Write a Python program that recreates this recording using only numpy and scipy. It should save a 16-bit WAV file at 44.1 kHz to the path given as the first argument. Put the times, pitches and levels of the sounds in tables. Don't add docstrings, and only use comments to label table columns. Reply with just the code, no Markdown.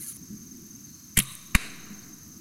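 import sys
import numpy as np
from scipy import signal
from scipy.io import wavfile
from scipy.ndimage import uniform_filter1d

SR = 44100
rng = np.random.default_rng(int(sys.argv[2]) if len(sys.argv) > 2 else 0)


def volts(x):
    e = np.asarray(x, float) / 20
    return 10 ** e


def int16_out(signal):
    q = np.round(np.clip(np.atleast_2d(signal).T, -1, 1) * 32767)
    wavfile.write(sys.argv[1], SR, q.astype(np.int16))


N = 106016

# (frequency [Hz], relative level [dB])
BAG_COLOUR = [(290, -36), (500, 1.5), (545, -32), (688, -12), (880, -12.5), (1090, -11), (2460, -5),
              (3440, -17), (3860, -6), (5240, -20), (10400, -17), (16000, -41)]


def evened(x):
    return x / np.sqrt(np.mean(x ** 2) + 1e-20)


def read_spectrum(points, hz):
    f, value = np.transpose(points)
    return np.interp(np.log(hz + 1), np.log(f + 1), value)


def envelope(curve):
    return volts(np.interp(np.arange(N) / SR, *np.transpose(curve)))


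def add(mix, s, sound):
    part = mix[round(s * SR):][:len(sound)]
    part += sound[:len(part)]


def whistle(hz, width, size):
    settle = 4000
    pole = np.exp(-np.pi * abs(width) / SR)
    z = rng.standard_normal((size + settle, 2)) @ [1, 1j]
    z = signal.lfilter([1], np.convolve([1, -pole], [1, -pole]), z)[settle:]
    carrier = np.exp(2j * np.pi * hz * np.arange(size) / SR)
    return evened((z * carrier).real)


def ring(db, hz, t60):
    t = np.arange(SR // 2) / SR
    return volts(db - 60 * t / t60) * np.sin(2 * np.pi * hz * t)


def glides(rows):
    out = np.zeros(N)
    for s, length, first_hz, last_hz, db in rows:
        u = np.arange(0, 1, 1 / (length * SR))
        hz = first_hz + (last_hz - first_hz) * u ** 1.3
        add(out, s, volts(db) * np.sin(np.pi * u) * np.sin(2 * np.pi * np.cumsum(hz) / SR))
    return out


def noise(spectrum, patchy_db, size=1024, fade_from_s=9, wide_db=0):
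    # (frequency [Hz], side minus mid [dB])
    stereo_width = [(60, -28), (110, -48), (200, -73.5), (380, -24), (700, -20), (1290, -28), (2380, -21.5),
                    (4400, -22), (8120, -59), (15000, -54)]
    # (frequency [Hz], t60 [s])
    woods_decay = [(500, 2.5), (1300, 2.1), (2500, 1.05), (4000, 1.32), (9000, 0.64), (15000, 1.5)]
    hop = size // 4
    frames, hz = N // hop + 5, np.fft.rfftfreq(size, 1 / SR)
    a, b, c, d, patches = rng.standard_normal((frames, len(hz), 5)).T
    patches = uniform_filter1d(patches, size=9, axis=0)
    patches = evened(uniform_filter1d(patches, size=7, axis=1))
    mid = a + 1j * b
    side = (c + 1j * d) * volts(read_spectrum(stereo_width, hz) + wide_db)[:, None]
    colour = volts(read_spectrum(spectrum, hz))[:, None]
    fading_s = np.maximum(np.arange(frames) * hop / SR - fade_from_s, 0)
    fade = volts(-60 * fading_s / read_spectrum(woods_decay, hz)[:, None])
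    z = np.array([mid + side, mid - side]) * colour * volts(patchy_db * patches) * fade
    x = signal.istft(z, nperseg=size, noverlap=size - hop)[1][:, :N]
    return x / np.sqrt(size * np.mean(colour ** 2) / 3)


def rustle():
    # (frequency [Hz], relative level [dB])
    rustle_colour = [(710, -47), (1200, -29), (1340, -29.5), (3220, -24.5), (4600, -19), (5070, -31),
                     (6650, -13), (7910, -18.5), (10100, -4.5), (16000, -24.5)]
    # (time [s], level [dB])
    rustle_curve = [(0.0, -44.5), (0.032, -38.5), (0.054, -41.5), (0.096, -39), (0.126, -40.5),
                    (0.134, -55), (0.168, -44.5)]
    # (start [s], length [s], first pitch [Hz], last pitch [Hz], peak level [dB])
    stepped_tones = [(.005, 0.04, 2070, 2050, -57.5), (.005, 0.024, 4150, 4050, -52.5),
                     (.035, 0.042, 1730, 1690, -58), (.07, 0.04, 1386, 1345, -59.5)]
    end_s = .170
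    grains = volts(2.0 * np.minimum(rng.exponential(size=N), 4))
    grains = uniform_filter1d(grains.repeat(40)[:N], size=30)
    x = noise(rustle_colour, patchy_db=3.0, size=512) * evened(grains) * envelope(rustle_curve)
    return x * (np.arange(N) < end_s * SR) + glides(stepped_tones)


def leaves():
    # (frequency [Hz], relative level [dB])
    air_colour = [(290, -45), (500, -14), (690, -12.5), (1150, -8), (2000, -11.5), (3100, -15),
                  (4300, -8.5), (5400, -2.5), (7300, -7), (8700, -12), (10500, -7.5), (13500, -9.5),
                  (16000, -11)]
    return volts(-54.5) * noise(air_colour, patchy_db=-0.2)


def wind():
    # (frequency [Hz], relative level [dB])
    gust_colour = [(100, -18.5), (160, -13), (213, 0.5), (265, -9), (320, -6), (375, -22.5), (420, -21),
                   (500, -48.5), (680, -83)]
    rumble_colour = [(18, -59), (30, -29), (54, -32), (75, -5), (108, -5), (170, -0.5), (220, -46),
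                     (370, -120)]
    # (time [s], level [dB])
    gust_curve = [(0, -48.5), (.08, -54), (.15, -56), (.19, -46.5), (.28, -50), (.33, -42), (.45, -47.5),
                  (.6, -47.5), (.75, -50), (.87, -51.5), (1, -57), (1.12, -53), (1.4, -56.5), (1.7, -45),
                  (1.85, -49.5), (1.93, -50.5), (2.02, -52), (2.1, -47), (2.2, -55.5), (2.4, -50)]
    gusts = noise(gust_colour, patchy_db=0.47) * envelope(gust_curve)
    return gusts + volts(-56.5) * noise(rumble_colour, patchy_db=1.5, size=2048)


def insects():
    # (place [turns], length [turns], centre [Hz], pole width [Hz], level [dB])
    wing_sounds = [(-0.13, .17, 6350, 20, -52.5), (-0.11, .2, 6350, 35, -51),
                   (-0.044, 0.091, 5980, 200, -57.5), (0.025, 0.083, 12150, 810, -54),
                   (-0.43, .05, 12400, 350, -60), (0.14, .07, 11750, 450, -62)]
    # (centre [Hz], pole width [Hz], rms level [dB])
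    chorus = [(6010, 550, -61), (6170, 220, -56.5), (6494, 340, -58.5), (12100, 1400, -65)]
    strokes_per_s, stroke_s = 21.05, .6185
    turns = (np.arange(N) / SR - stroke_s) * strokes_per_s
    out = np.zeros(N)
    for place, length, hz, width, db in wing_sounds:
        from_place = (turns - place + .5) % 1 - .5
        out += volts(db) * np.exp(-(from_place / length) ** 2) * whistle(hz, width, N)
    for hz, width, db in chorus:
        out += volts(db) * whistle(hz, width, N)
    return out


def click_and_shoves():
    # (start [s], length [s], peak level [dB])
    bumps = [(.1693, 0.0015, -47), (1.1758, 0.0052, -12), (1.1818, 0.0037, -20.5), (1.5507, 0.0058, -6.5),
             (1.5549, .0058, -11), (1.5605, 0.0038, -30)]
    cut_click, *air_shoves = bumps
    out = np.zeros(N)
    for s, length, db in [cut_click] + air_shoves:
        add(out, s, volts(db) * np.hanning(round(length * SR)))
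    return out


def wind_knocks():
    # (time [s], starting level [dB], pitch [Hz], t60 [s])
    thumps = [(.305, -36, 210.6, 0.33), (1.906, -35.5, 205, 0.28)]
    out = np.zeros(N)
    for s, *mode in thumps:
        add(out, s, ring(*mode))
    return out


def bird():
    # (start [s], length [s], first pitch [Hz], last pitch [Hz], peak level [dB])
    peeps = [(.85, .045, 4850, 3900, -61), (2.019, .027, 4650, 3900, -55)]
    # (start [s], end [s], centre [Hz], pole width [Hz], level [dB])
    twitter = (.88, 1.11, 4280, 330, -65)
    start, end, hz, width, db = twitter
    spell = envelope([(start - .03, -40), (start + 0.014, 0), (end - .03, 0), (end + .02, -40)])
    return glides(peeps) + volts(db) * spell * whistle(hz, width, N)


def bow():
    # (peak [s], level [dB], centre [Hz], pole width [Hz], rise [s], t60 [s])
    clatter = [(1.1741, -10.5, 10860, 2485, 0.0015, 0.0062), (1.174, -18.5, 2817, 2160, 0.0017, 0.023),
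               (1.179, -16.5, 8000, 2585, 0.0019, 0.0087), (1.1873, -19.5, 3010, 700, 0.0031, 0.016),
               (1.1862, -21, 10560, 2510, 0.0015, .02), (1.1897, -10, 9535, 6960, 0.00047, 0.0097),
               (1.192, -14, 10700, 6000, .001, 0.018), (1.189, -22, 2806, 2470, 0.0014, 0.027),
               (1.2007, -13, 10560, 1800, 0.0004, 0.013), (1.201, -20, 3007, 2500, 0.0016, 0.028),
               (1.2045, -29, 10500, 2000, 0.00066, .03), (1.206, -32.5, 2083, 600, 0.0019, 0.026),
               (1.223, -30, 8800, 6000, 0.00067, 0.018), (1.2283, -32, 13000, 3000, .0006, 0.011),
               (1.2364, -32, 11250, 6000, .0006, .01), (1.256, -34, 7800, 1190, 0.00058, 0.0082),
               (1.319, -37, 10800, 2520, .0008, .012), (1.322, -43, 10900, 3010, .0008, .015),
               (1.336, -37.5, 10000, 3000, .0008, .012), (1.3524, -28, 9800, 2210, 0.00029, 0.008),
               (1.3527, -36, 13300, 2000, .0005, .01)]
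    # (time [s], starting level [dB], pitch [Hz], t60 [s])
    limbs = [(1.1907, -15.5, 195, 0.056), (1.193, -26.5, 133.2, 0.26)]
    # (frequency [Hz], relative level [dB])
    hiss_colour = [(290, -64.5), (500, -33.5), (1370, -12), (1570, -38), (1810, 5.5), (3110, -9),
                   (5840, -16), (10200, -10), (15600, -17.5), (16500, -25)]
    # (time [s], level [dB])
    hiss_curve = [(1.160, -51.5), (1.169, -39), (1.171, -24.5), (1.194, -33), (1.208, -45), (1.216, -49),
                  (1.23, -73)]
    out, t = np.zeros(N), np.arange(-400, 2600) / SR
    for s, db, hz, width, rise, t60 in clatter:
        shape = np.where(t < 0, np.exp(-(t / rise) ** 2), volts(-60 * t / t60))
        add(out, s + t[0], volts(db) * shape * whistle(hz, width, len(t)))
    for s, *mode in limbs:
        add(out, s, ring(*mode))
    hiss_gain = envelope([(1.14, -120)] + hiss_curve + [(1.3, -120)])
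    return out + noise(hiss_colour, patchy_db=3, size=128) * hiss_gain


def echoes():
    # (frequency [Hz], relative level [dB])
    bow_colour = [(290, -53), (500, -13.5), (819, -26), (1160, -3.5), (1380, -19), (2100, -10), (3390, -11),
                  (3750, -2), (6420, -45), (7310, -13.5), (9920, -8.5), (16000, -30)]
    # (time [s], level [dB])
    bow_curve = [(1.19, -51), (1.21, -36.5), (1.25, -43), (1.31, -41), (1.361, -48)]
    bag_curve = [(1.55, -49), (1.56, -36), (1.6, -35.5), (1.65, -37), (1.7, -43)]
    out = np.zeros((2, N))
    for colour, curve in ((bow_colour, bow_curve), (BAG_COLOUR, bag_curve)):
        gain = envelope([(curve[0][0] - .005, -140)] + curve)
        out += noise(colour, patchy_db=.7, size=512, fade_from_s=curve[-1][0], wide_db=3) * gain
    return out


def arrow():
    slap_times = 1.5472, 1.5502, 1.5535
    # (body level [dB], snap level before the contact window [dB])
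    slap_levels = [(-17, -30), (-4.5, -12), (-9, -16)]
    # (pitch [Hz], relative level [dB])
    crack_tones = [(1300, -6.5), (2250, 1.5), (4300, -12)]
    # (centre [Hz], pole width [Hz], relative level [dB])
    snap_bands = [(5090, 4900, -13), (8000, 1840, -2.5), (10020, 2200, -3.5), (12380, 7300, -2)]
    # (pitch [Hz], relative level [dB], t60 [s])
    bag_modes = [(1123, -21.5, 0.044), (3795, -16, .05), (2390, -30, 0.062), (5240, -28, 0.048),
                 (8300, -29, 0.054), (9860, -20, 0.044)]
    # (start [s], starting level [dB], t60 [s])
    stuffing = (1.5545, -21.5, 0.042)
    contact_s = .0016
    out, t = np.zeros(N), np.arange(0, contact_s, 1 / SR)
    contact = np.sin(np.pi * t / contact_s) ** 2
    body = sum(volts(db) * np.sin(2 * np.pi * hz * t) for hz, db in crack_tones)
    for s, (body_db, snap_db) in zip(slap_times, slap_levels):
        snap = sum(volts(db) * whistle(hz, width, size=400)[:len(t)] for hz, width, db in snap_bands)
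        add(out, s, (volts(body_db) * body + volts(snap_db) * evened(snap)) * contact)
        modes = sum(ring(db, hz, t60) for hz, db, t60 in bag_modes)
        add(out, s + contact_s / 2, volts(body_db) * modes)
    s, db, t60 = stuffing
    t = np.arange(N) / SR - s
    crunch_gain = (t > 0) * volts(db - 60 * abs(t) / t60)
    return out + noise(BAG_COLOUR, patchy_db=2.0, size=128) * crunch_gain


def near_reflection(blows):
    delay_s, low_hz, high_hz = 0.00044, 700, 6000
    band = signal.butter(1, [low_hz, high_hz], "band", fs=SR, output="sos")
    side = signal.sosfilt(band, np.roll(blows.mean(0), round(delay_s * SR)))
    return volts(-25) * np.outer([1, -1], side)


def scene():
    surroundings = rustle() + leaves() + wind() + insects() + wind_knocks() + bird()
    blows = click_and_shoves() + bow() + arrow()
    return surroundings + blows + near_reflection(blows) + echoes()


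def housing(x):
    # (centre [Hz], width [Hz])
    notches = [(540, 96), (855, 170), (3450, 203)]
    for hz, width in notches:
        x = x - signal.lfilter(*signal.iirpeak(hz, hz / width, fs=SR), x)
    return x


def gain_control(x):
    threshold_db, duck_share = -21, 0.25
    hold_fall_db_per_s = 33.5
    power_db = 10 * np.log10(abs(uniform_filter1d((x ** 2).mean(0), size=200)) + 1e-12)
    fall = np.arange(N) * hold_fall_db_per_s / SR
    held_db = np.maximum.accumulate(power_db + fall) - fall
    over_db = np.maximum(held_db - threshold_db, 0)
    late_db = np.roll(uniform_filter1d(over_db, size=600), 900)
    return x / volts(duck_share * late_db)


def roll_off(x):
    return signal.sosfilt(signal.butter(12, 16840, fs=SR, output="sos"), x)


def record(dry):
    coupling_hz, ceiling, edge_hz = .6, .95, 15940
    x = gain_control(housing(dry))
    pole = np.exp(-2 * np.pi * coupling_hz / SR)
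    x = signal.lfilter([1, -1], [1, -pole], x)
    x = x / (1 + (x / ceiling) ** 4) ** .25
    x = signal.oaconvolve(x, signal.firwin(127, edge_hz, fs=SR)[None], "same")
    return roll_off(x)


dry = scene()
out = record(dry)
int16_out(out)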